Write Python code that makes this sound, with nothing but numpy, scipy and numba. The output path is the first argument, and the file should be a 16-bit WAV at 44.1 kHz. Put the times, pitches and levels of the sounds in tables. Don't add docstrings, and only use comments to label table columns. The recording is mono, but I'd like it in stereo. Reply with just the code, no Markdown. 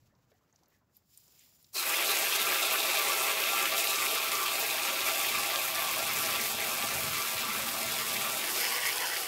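import sys
import numpy as np
from scipy import signal
from scipy.fft import rfft, irfft, next_fast_len
from scipy.io import wavfile
from scipy.ndimage import uniform_filter1d
from numba import njit

SR = 44100
rng = np.random.default_rng(int(sys.argv[2]) if len(sys.argv) > 2 else 0)


def makeup_ratio(level_db):
    decades = np.asarray(level_db, float) / 20
    return 10 ** decades


def wav_record(signal):
    frames = np.transpose(np.atleast_2d(signal))
    bounded = np.clip(frames, -1, 1)
    quanta = np.round(bounded * 32767).astype(np.int16)
    wavfile.write(sys.argv[1], SR, quanta)


N = 408807
TIME_S = np.arange(N) / SR
SIZE = next_fast_len(N + 16384, True)
FREQ_HZ = np.maximum(np.arange(SIZE // 2 + 1) * SR / SIZE, 1)
OPEN_S = 1.72
ROOM_T60_S = 0.081

# (time [s], rumble level [dB], lift of the can's hollow ring [dB])
WAG = [(1.8, -74, -7), (2.03, -71, 3), (5.28, -65, -4), (5.37, -57, 6), (5.45, -65, -10), (6.14, -58, 0),
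       (6.18, -53, -6), (6.37, -58, 3), (7.13, -50.5, -7.5), (7.32, -67, 9), (7.36, -54, -11),
       (7.44, -60, 8), (7.61, -53.5, -1), (7.65, -62, 6), (7.94, -56, 1), (8.79, -66, 4.5), (8.85, -62, -8),
       (9.25, -70, -6)]


def rms_one(x):
    return x / np.sqrt(np.mean(x ** 2) + 1e-20)


def in_time(rows):
    s, *columns = np.transpose(rows)
    return [np.interp(TIME_S, s, column) for column in columns]


def on_grid(points):
    hz, db = np.transpose(points)
    return np.interp(np.log(FREQ_HZ), np.log(hz), db)


def causal(db):
    cepstrum = irfft(db * np.log(10) / 20, SIZE)
    cepstrum[1:SIZE // 2] *= 2
    cepstrum[SIZE // 2 + 1:] = 0
    return rfft(cepstrum)


def split(spectrum, edges_hz):
    below = [0] + [1 / (1 + (FREQ_HZ / hz) ** 8) for hz in edges_hz] + [1]
    return [rms_one(irfft(spectrum * (b - a), SIZE)[:N]) for a, b in zip(below, below[1:])]


def noise_spectrum():
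    return rfft(rng.standard_normal(N), SIZE)


def drift(rate):
    step = 40
    r = np.exp(-2 * step * np.pi * rate / SR)
    draws = rng.standard_normal(N // step + 2002)
    slow = signal.lfilter([1], [1, -2 * r, r * r], draws)[2000:]
    return np.interp(np.arange(N) / step, np.arange(len(slow)), rms_one(slow))


def swell(s, rise_s, fall_s):
    t = TIME_S - s
    return np.exp(-np.abs(t) / np.where(t < 0, max(rise_s, .002), max(fall_s, .002)))


def ring(clicks, hz, t60):
    r, w = makeup_ratio(-60 / (t60 * SR)), 2 * np.pi * hz / SR
    return signal.lfilter([0, np.sin(w)], [1, -2 * r * np.cos(w), r * r], clicks + 1e-18)


def puff(s, peak_db, hz, t60, octaves):
    t = np.arange(4000) / SR
    edges = np.clip([hz / 2 ** octaves, hz * 2 ** octaves], 50, [SR / 3, SR / 2.6])
    fade = makeup_ratio(-60 * t / max(t60, .002)) + makeup_ratio(-18 - 60 * t / ROOM_T60_S)
    noise = rng.standard_normal(len(t)) * fade
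    noise[0] = 4
    burst = signal.sosfilt(signal.butter(2, edges, "band", fs=SR, output="sos"), noise)
    return round(s * SR), makeup_ratio(peak_db) * burst / np.abs(burst).max()


def place(bursts):
    out = np.zeros(N + 4000)
    for at, burst in bursts:
        out[at:at + len(burst)] += burst
    return out[:N]


@njit
def pole_zero(x, hz, depth, width_hz):
    y = np.zeros(len(x))
    p = np.exp(-np.pi * width_hz / SR)
    for i in range(2, len(x)):
        c = np.cos(2 * np.pi * hz[i] / SR)
        z = p + (1 - p) * depth[i]
        zeros = x[i] - 2 * z * c * x[i - 1] + z * z * x[i - 2]
        y[i] = zeros + 2 * p * c * y[i - 1] - p * p * y[i - 2]
    return y


def room_floor():
    # (frequency [Hz], density [dB per Hz])
    quiet_colour = [(18, -50), (35, -25.5), (55, -13), (100, -8), (200, -11.5), (500, -10), (1300, -15),
                    (3400, -25), (4400, -24), (7600, -24), (8400, -37), (11500, -30), (13200, -27),
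                    (14500, -28), (15700, -25)]
    # (time [s], level [dB])
    arm = [
        (0, -1),
        (.45, -1),
        (.7, -1),
        (.88, -5.5),
        (1.1, -5),
        (1.35, 0),
        (1.7, -4),
    ]
    # (time [s], peak level [dB], rise [s], fall [s])
    swishes = [
        (1.14, -76, .02, 0.028),
        (1.42, -66, 0.044, 0.049),
    ]
    arm_db, = in_time(arm)
    hum, rustle, cloth = split(noise_spectrum() * makeup_ratio(on_grid(quiet_colour)), [280, 2500])
    floor = hum * makeup_ratio(-76.5 + 3 * swell(0, 1, .2))
    floor += rustle * makeup_ratio(-78 + arm_db + 2.0 * drift(25))
    floor += cloth * makeup_ratio(-78 + 1.3 * arm_db + 2.7 * drift(14))
    swish = split(noise_spectrum(), [1900, 4300])[1]
    floor += swish * sum(makeup_ratio(db) * swell(s, rise, fall) for s, db, rise, fall in swishes)
    boom = rms_one(ring(rng.standard_normal(N), hz=113, t60=0.13))
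    return floor + makeup_ratio(-65) * swell(0, 1, 0.19) * boom


def shaken_can():
    # (time [s], peak level [dB], pitch [Hz], half width [octaves])
    tick_events = [(.014, -72, 5000, .6), (.072, -70, 5500, .5), (.34, -70, 14000, .15),
                   (0.1511, -65, 4960, .3), (0.3162, -64, 2790, 0.54), (0.382, -71, 6500, .2),
                   (0.4978, -74, 5730, .3), (0.5267, -57, 6800, 0.17), (0.5596, -55, 5700, 0.27),
                   (0.6335, -60, 5300, 0.26), (0.6584, -61, 5400, .3), (0.615, -68, 14200, .12),
                   (0.6823, -59, 14400, .12), (0.6823, -69, 10500, .3), (.7, -66, 14200, .1),
                   (.59, -66, 4900, .25), (0.5596, -68, 14000, .15), (0.634, -68, 14500, .15),
                   (0.634, -72, 10000, .1), (0.72, -67, 14200, .12), (0.7644, -69, 6440, .3),
                   (0.7844, -66, 14000, .2), (0.968, -42, 12700, 0.11), (1.1483, -59, 5250, .4),
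                   (1.175, -37.5, 10500, 0.37), (1.2394, -58, 7030, 0.15), (1.2794, -54, 6690, .3),
                   (1.3064, -60, 4930, .3), (1.3932, -47, 7140, .2), (1.6272, -50, 12600, 0.36),
                   (1.6442, -50, 4800, 0.43), (1.32, -58, 14200, .12)]
    # (time [s], peak level [dB], pitch [Hz], t60 [s])
    knock_events = [(.105, -70, 1800, .15), (.125, -67, 600, .2), (.19, -77, 1100, .1),
                    (.295, -72, 1300, .05), (0.316, -58, 535, .08), (.318, -69, 1780, .25),
                    (.34, -67, 650, .15), (.41, -71, 1100, .2), (.525, -69, 800, .15), (.53, -73, 1750, .1),
                    (.61, -64, 358, .1), (.62, -65, 846, 0.16), (.716, -69, 1850, .3),
                    (.735, -69, 1880, .2), (.045, -72, 480, .15), (.135, -70, 950, .15),
                    (.435, -73, 1250, .12), (.715, -78, 700, .15), (.815, -76, 580, .1),
                    (.82, -77, 1350, .1), (.63, -74, 1200, .1), (.81, -70, 1000, .12)]
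    ticks = place(puff(s, db, hz, 0.021, width) for s, db, hz, width in tick_events)
    width_hz = 110
    knocks = place(puff(s, db, hz, t60, .08 + width_hz / hz) for s, db, hz, t60 in knock_events)
    return ticks + knocks


def creeping_gas():
    # (frequency [Hz], density [dB per Hz])
    leak_colour = [(800, -26), (2200, -11), (3200, -5.5), (4300, -4.5), (5100, 2), (6300, -6), (7200, 4),
                   (8600, -14), (9500, -1), (11200, -11), (12000, 0), (13000, -1.5), (14000, -1),
                   (15700, 1)]
    # (time [s], peak level [dB], rise [s], fall [s])
    creeps = [
        (.962, -64.5, 0.024, 0.029),
        (1.15, -58.5, 0.043, 0.012),
        (1.18, -61.5, .01, 0.4),
        (1.39, -66, 0.044, 0.32),
        (1.646, -80, 0.0073, 0.012),
        (1.71, -91, 0.018, 0.046),
    ]
    leak = rms_one(irfft(noise_spectrum() * makeup_ratio(on_grid(leak_colour)), SIZE)[:N])
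    creep = sum(makeup_ratio(db) * swell(s, rise, fall) for s, db, rise, fall in creeps)
    return creep * leak * makeup_ratio(1.5 * drift(40))


def valve():
    return np.clip((TIME_S - OPEN_S) / 0.015, 0, 1)


def slosh():
    # (frequency [Hz], density [dB per Hz])
    slosh_colour = [(18, -60), (36, -36), (60, -9), (100, -1), (140, 0), (181, -5.5), (228, 5), (268, -3),
                    (320, -11), (420, -32), (700, -120)]
    wag_db, ring_db = in_time(WAG)
    rumble, hollow = split(noise_spectrum() * makeup_ratio(on_grid(slosh_colour)), [180])
    return valve() * makeup_ratio(wag_db + 1.2 * drift(9.7)) * (rumble + makeup_ratio(ring_db + 1.5) * hollow)


def opening(full_s):
    return np.minimum(0, (TIME_S - full_s) * 1000)


def flow_levels(near):
    # (time [s], level [dB])
    flow = [(1.8, -33.5), (2.15, -33), (2.7, -33), (3.9, -34), (4.4, -35), (5.6, -35), (6.3, -35.5),
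            (6.45, -36), (7.0, -35.5), (7.7, -37), (8.2, -36), (8.6, -36), (8.85, -36.5), (9.27, -38.5)]
    # (time [s], treble lift [dB])
    surges = [(2.22, 3), (2.36, 2), (3.75, -4.5), (3.79, 7.5), (3.84, -2.5), (4.07, 2), (4.32, 0),
              (4.37, 3), (4.6, 2), (4.7, 0), (4.79, 0), (4.86, 0.5), (5.08, 2.5), (5.67, 0.5), (6.22, 4),
              (8.008, -0.5), (8.09, 1), (8.57, 4), (8.87, 3.5), (9.06, 1), (9.21, 2.5)]
    # (time [s], lift [dB])
    pockets = [(3.672, 0.5), (4.43, -3), (4.47, 4.5), (4.68, -1), (5.29, 1.5), (5.52, 1.5), (5.63, -2),
               (6.34, 3), (6.64, 1.5), (6.72, -0.5), (8.34, -2), (8.41, 2.5), (8.53, -8.5), (8.55, 6.5)]
    flow_db, = in_time(flow)
    pockets_db = sum(db * swell(s, 0.031, 0.031) for s, db in pockets)
    surges_db = sum(db * swell(s, 0.039, 0.032) for s, db in surges)
    lower_full_s, treble_full_s = 1.76, 1.753
    packing_db = -8 * swell(lower_full_s, 1, 0.065)
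    nozzle_db = flow_db + pockets_db + opening(lower_full_s) + packing_db
    body_db = 2 - 2 * near - pockets_db + 0.2 * drift(2.2)
    treble_db = -34.5 + 0.99 * (flow_db + 35) + near + surges_db + opening(treble_full_s)
    return nozzle_db, body_db, treble_db


def turbulence(per_s, spread_db, cycles, pops_db):
    bursting = rng.random(N) < per_s * makeup_ratio(1.4 * drift(25)) / SR
    sizes = makeup_ratio(spread_db * np.minimum(rng.exponential(1, N), 2.9)) * bursting
    pitches = np.geomspace(900, 14000, 12)
    dealt = rng.integers(0, 12, N)
    pops = sum(ring(sizes * (dealt == k), hz, cycles / hz) * hz for k, hz in enumerate(pitches))
    return rng.standard_normal(N) + makeup_ratio(pops_db) * rms_one(pops)


def nozzle_tube(gas, near):
    # (time [s], frequency [Hz])
    tube = [(1.78, 4050), (1.95, 3200), (2.03, 3450), (2.1, 4050), (2.18, 3400), (2.28, 3200), (2.4, 3780),
            (2.5, 3400), (2.65, 3650), (3.0, 3700), (3.2, 3300), (3.47, 3500), (3.62, 3250), (3.85, 3800),
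            (4.3, 3400), (4.72, 3750), (5.0, 3500), (8.5, 3550)]
    # (time [s], added strength, length
    # [s])
    clearings = [(1.767, 2.9, 0.035), (2.02, 0.56, 0.044), (2.1, 1.2, 0.03), (2.164, 0.23, 0.035),
                 (2.33, 1.4, 0.029), (2.397, 1.2, 0.026), (2.517, -.5, 0.036), (2.65, 1.6, 0.074),
                 (2.794, 1, 0.07), (3.0, 0.32, 0.061), (3.3, 0.13, 0.06), (3.48, 1.2, 0.052),
                 (3.8, 0.39, .08), (4.05, 0.37, 0.1), (4.728, 0.81, 0.061), (5.098, 0.7, 0.092),
                 (5.3, 0.88, 0.035), (5.6, 0.21, .06), (5.8, .5, .06), (6.9, -0.35, .4), (8.343, .4, 0.1)]
    tube_hz = in_time(tube)[0] + 50 * drift(10.0)
    strength = 1 + sum(k * swell(s, length, length) for s, k, length in clearings)
    ringing = np.clip(strength, 0, 3) * (1 - near) * 1.3 * makeup_ratio(1.5 * drift(9.9))
    gas = pole_zero(gas, tube_hz, -ringing, 430.0)
    null = np.clip(0.068 + 0.17 * drift(12.0), 0, .9) * (1 - near)
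    return pole_zero(gas, tube_hz + 650, null, 370.0)


def valve_gurgle(gas):
    # (time [s], lift of the low ring, lift of the upper ring, lift of the lowest ring)
    gurgles = [(1.87, 0.37, 0.35, 0.24), (2.05, 0.18, 0.15, -0.24), (2.2, 0.13, 0.035, -0.14),
               (2.58, -0.14, 0.26, -0.18), (7.3, -0.14, -0.045, -0.056), (7.62, -0.085, 0.059, 0),
               (8.47, -.4, -.1, -0.34), (2.3, -0.25, -0.1, -.1), (2.45, .3, -0.17, 0.086),
               (2.7, 0.47, .4, 0.22), (2.95, 0.014, 0.097, 0.014), (3.12, 0.053, -.1, 0.17),
               (3.27, -0.084, 0.068, -0.025), (3.42, 0.26, 0.22, .1), (3.6, -0.042, 0.34, 0.27),
               (3.9, .2, .1, -0.21), (4.17, 0.69, 0.21, .1), (4.42, 0.24, -.1, 0.58),
               (4.62, -0.073, 0.41, 0.28), (4.8, -0.33, 0.4, 0.32), (5.05, 0.056, 0.025, 0.051),
               (5.35, 0.58, 0.42, 0.12), (5.6, 0.29, .2, 0.56), (5.72, -.2, 0.17, -0.36),
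               (5.85, 0.39, .2, 0.6), (6.15, .4, .1, -0.014), (6.3, 0.22, .2, .2),
               (6.43, -0.2, -0.67, -0.23), (6.8, 0.67, 0.0097, .2), (7.0, -0.34, -0.041, 0.38),
               (7.15, 0.3, -0.072, -0.15), (7.5, .3, 0.043, 0.38), (7.75, 0.31, -.1, 0.27),
               (8.05, -0.31, -0.15, -0.42), (8.25, 0.062, 0.43, -0.3)]
    low, upper, lowest = sum(np.outer(lifts, swell(s, 0.059, 0.059)) for s, *lifts in gurgles)
    low_loss = 0.45 * swell(2.3, 1, 0.18) + 0.01 - low
    upper_loss = 0.47 * swell(7.9, 1.1, 2.3) - 0.2 - upper
    gas = pole_zero(gas, np.full(N, 750.), -lowest, 200.0)
    for hz, width_hz, loss in [(1200.0, 210.0, low_loss), (2550.0, 290.0, upper_loss)]:
        gas = pole_zero(gas, hz + 30 * drift(4.5), loss + 0.058 * drift(6.0), width_hz)
    return gas


def room(gas):
    # (delay [ms], level [dB])
    echo_list = [
        (.88, -57),
        (2.68, -17),
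        (5.15, -24),
        (6.05, -11),
    ]
    echoes = 1 + sum(makeup_ratio(db) * np.exp(-2j * np.pi * FREQ_HZ * ms / 1000) for ms, db in echo_list)
    t = np.arange(12000) / SR
    far = rfft(rng.standard_normal(len(t)) * makeup_ratio(-60 * t / ROOM_T60_S) * (t > .007), SIZE)
    far = far / np.sqrt(uniform_filter1d(np.abs(far) ** 2, size=500))
    far = makeup_ratio(-2) * far / (1 - 1j * 2470 / FREQ_HZ) ** 2
    lag = np.round(.6 / 1000 * SR * drift(2.5)).astype(int)
    moved = rfft(gas[np.clip(np.arange(N) - lag, 0, N - 1)], SIZE)
    return rfft(gas, SIZE) * echoes + moved * far


def spray_bands(gas, near):
    # (frequency [Hz], density [dB per Hz])
    jet_colour = [(120, -44), (200, -10), (400, 3), (655, -5), (950, -5), (1800, -6.5), (2500, -1.5),
                  (3000, -10.5), (4500, -5.5), (7000, -2), (10500, -5.5), (12500, 1), (14000, -5),
                  (15700, -3.5)]
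    # (frequency [Hz], density [dB per Hz])
    hollow_colour = [(120, -28.5), (260, -12.5), (480, 0.5), (1000, 2), (1500, 0), (2000, 4.5), (2500, 1.5),
                     (3000, -2.5), (3800, -2), (5000, -3.5), (5800, -5.5), (7000, -7), (12800, -6),
                     (15700, -9.5)]
    # (frequency [Hz], width [Hz], lift [dB])
    corner = [(300, 18, -6), (422, 120, 2.5), (497, 29, -27.5), (552.5, 29, 11.5), (653.7, 64, 11.5),
              (793, 46, 11), (845, 31, -15), (917, 32, 14), (970, 36, -16), (990, 16, 8), (976, 86, -5.5),
              (1082, 20, 19), (1108, 27, -14.5), (1172.5, 55, 14.5), (1266, 33, 10), (1350, 43, 14.5),
              (1565, 43, -36), (1603, 21, 26), (1750, 39, 23.5), (1800, 68, -30), (1800, 30, -5),
              (2066, 37, 15.5), (2360, 96, 3.5), (2560, 35, 2.5), (2760, 68, 8), (3020, 56, -11),
              (3190, 43, 13), (3220, 37, 0), (3280, 160, -8.5), (3540, 15, -23)]
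    nozzle_db, body_db, treble_db = flow_levels(near)
    corner_db = sum(db / (1 + (2 * (FREQ_HZ - hz) / width) ** 2) for hz, width, db in corner)
    flutter = .25 * drift(19) + .45 * drift(70)
    open_db = on_grid(jet_colour) + corner_db
    out = np.zeros(N)
    for colour_db, share in [(open_db, 1 - near), (on_grid(hollow_colour), near)]:
        body, nozzle, treble = split(gas * np.exp(causal(colour_db)), [2000, 4500])
        sway = .5 / 1000 * SR * drift(2.0)
        body = np.interp(np.arange(N) - sway, np.arange(N), body)
        lower = body * makeup_ratio(body_db + 0.26 * flutter) + nozzle * makeup_ratio(0.36 * flutter)
        treble_flutter = 1.5 * flutter + .5 * drift(35) + .6 * drift(5)
        out += share * (lower * makeup_ratio(nozzle_db) + treble * makeup_ratio(treble_db + treble_flutter))
    return out


def sputtering():
    # (time [s], peak level [dB], pitch [Hz])
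    sputters = [(1.7666, -20, 3820), (1.874, -27, 2460), (1.969, -19, 5800), (2.0805, -21, 4000),
                (2.522, -21, 2090), (2.6514, -19, 2560), (2.7042, -22, 2290), (2.7805, -27, 3620),
                (2.802, -21, 2540), (2.8334, -28, 2280), (2.895, -20, 2400), (2.9965, -18, 2610),
                (3.1108, -30, 2770), (3.1643, -22, 2370), (3.403, -19, 2830), (3.4385, -15, 2550),
                (3.5632, -22, 2550), (3.656, -16, 2470), (3.7805, -20, 2520), (3.8005, -17, 2480),
                (3.8727, -14, 2540), (3.9144, -18, 2480), (3.9583, -15, 3950), (3.9878, -19, 2360),
                (4.067, -21, 2560), (4.1155, -18, 2520), (4.1634, -24, 2380), (4.227, -29, 2570),
                (4.318, -17, 3490), (4.3533, -16.5, 3540), (4.6493, -24, 2480), (4.6737, -27, 3520),
                (4.7017, -18, 2620), (4.783, -17, 2360), (4.8343, -18, 2760), (4.8923, -21, 2560),
                (5.2015, -26, 2640), (5.223, -24, 2550), (5.2495, -20, 2510), (5.3641, -19, 2370),
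                (5.559, -14, 2680), (5.7024, -21, 2510), (5.7548, -18, 3200), (6.5689, -27, 2040),
                (6.8253, -16, 2060), (6.84, -29, 300), (7.2244, -19, 4240), (8.001, -22, 2430),
                (8.0316, -36, 2730), (8.0807, -33, 2390), (8.3578, -22, 7200), (8.4741, -25, 6000),
                (8.5544, -22, 2430), (8.6516, -17, 2980), (8.825, -21, 2040), (8.8542, -22, 2330),
                (8.8896, -22, 3390), (8.929, -17, 2880), (8.9822, -20, 3190), (9.17, -18, 2500)]
    return place(puff(s, db - 1, hz * 1.28, 0.0034, 0.51) for s, db, hz in sputters)


def before_hollow(out, notch_hz, near):
    out = pole_zero(out, notch_hz, near, 280.0)
    low_ring = np.clip((TIME_S - 8.62) / .1, 0, 1) * (0.61 + .9 * swell(9.02, 0.053, 0.073))
    out = pole_zero(out, notch_hz - 190, -near ** 3 * low_ring, 140.0)
    second_hz = 1620 + .33 * notch_hz + 90 * drift(9.0)
    out = pole_zero(out, second_hz, -near ** 3 * (.6 + 2.0 * swell(8.86, .05, .1)), 560.)
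    out = pole_zero(out, notch_hz + 855, 0.82 * swell(8.55, 0.089, 0.058), 350.)
    out = pole_zero(out, np.full(N, 3850.), .65 * near ** 2, 600.)
    out = pole_zero(out, np.full(N, 2460.), .5 * near ** 4, 230.0)
    out = pole_zero(out, np.full(N, 655.), 0.75 * near ** 4, 90.)
    for mode_hz in (2980., 5050.):
        out = pole_zero(out, mode_hz + 60 * drift(4.4), -.8 * near ** 2, 290.0)
    return out


def jet():
    # (time [s], notch [Hz], nearness [0-1])
    hollow_path = [(2.0, 263, 0.44), (3.6, 300, 0.37), (4.6, 375, 0.39), (8.3, 384, 0.45),
                   (8.42, 430, 0.46), (8.5, 560, 0.7), (8.57, 760, 0.52), (8.63, 1040, 1),
                   (8.7, 1310, 0.92), (8.87, 1330, 0.81), (8.95, 1230, 0.78), (9.05, 1160, 0.98),
                   (9.15, 1060, 0.86), (9.27, 870, 0.8)]
    notch_hz, near = in_time(hollow_path)
    near = np.clip(near, 0, 1)
    gas = turbulence(per_s=1500, spread_db=3.5, cycles=6.0, pops_db=0.0)
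    gas = valve_gurgle(nozzle_tube(gas, near))
    spray = spray_bands(room(gas), near) + sputtering()
    return valve() * before_hollow(spray, notch_hz, near)


def scene():
    # (frequency [Hz], side minus mid [dB])
    side_colour = [(30, -12), (100, -25), (300, -26), (850, -29), (950, -72), (4300, -70), (4600, -11),
                   (9800, -15), (10300, -66), (13500, -64), (13900, -13), (15700, -19.5)]
    # (start [s], end [s], level [dB])
    partings = [
        (0, 1.1, 1),
        (1.698, 1.76, -10),
        (4.84, 4.87, 9),
        (8.042, 8.074, 7),
    ]
    mid = room_floor() + shaken_can() + creeping_gas() + slosh() + jet()
    knots_hz = np.arange(0, SR / 2, 40)
    scramble = np.exp(2j * np.pi * np.interp(FREQ_HZ, knots_hz, rng.random(len(knots_hz))))
    apart = rfft(mid, SIZE) * makeup_ratio(on_grid(side_colour)) * scramble
    bass, treble = FREQ_HZ < 300, (FREQ_HZ > 2000) & (FREQ_HZ < 12000)
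    patches = (TIME_S < OPEN_S) | (in_time(WAG)[0] + 7 * drift(8) > -53)
    spells = sum(makeup_ratio(db) * (TIME_S > start) * (TIME_S < end) for start, end, db in partings)
    side = irfft(apart * ~(bass | treble), SIZE)[:N]
    for band, gate in [(bass, patches), (treble, spells)]:
        side += irfft(apart * band, SIZE)[:N] * uniform_filter1d(gate * 1., size=600)
    return np.array([mid + side, mid - side])


def band_limit(x):
    return signal.sosfilt(signal.butter(12, 17040, fs=SR, output="sos"), x)


def record(dry):
    rounded = .3 * np.tanh(dry / .3)
    mix = signal.sosfilt(signal.ellip(14, .3, 90, 15700, fs=SR, output="sos"), rounded)
    return band_limit(mix)


dry = scene()
out = record(dry)
wav_record(out)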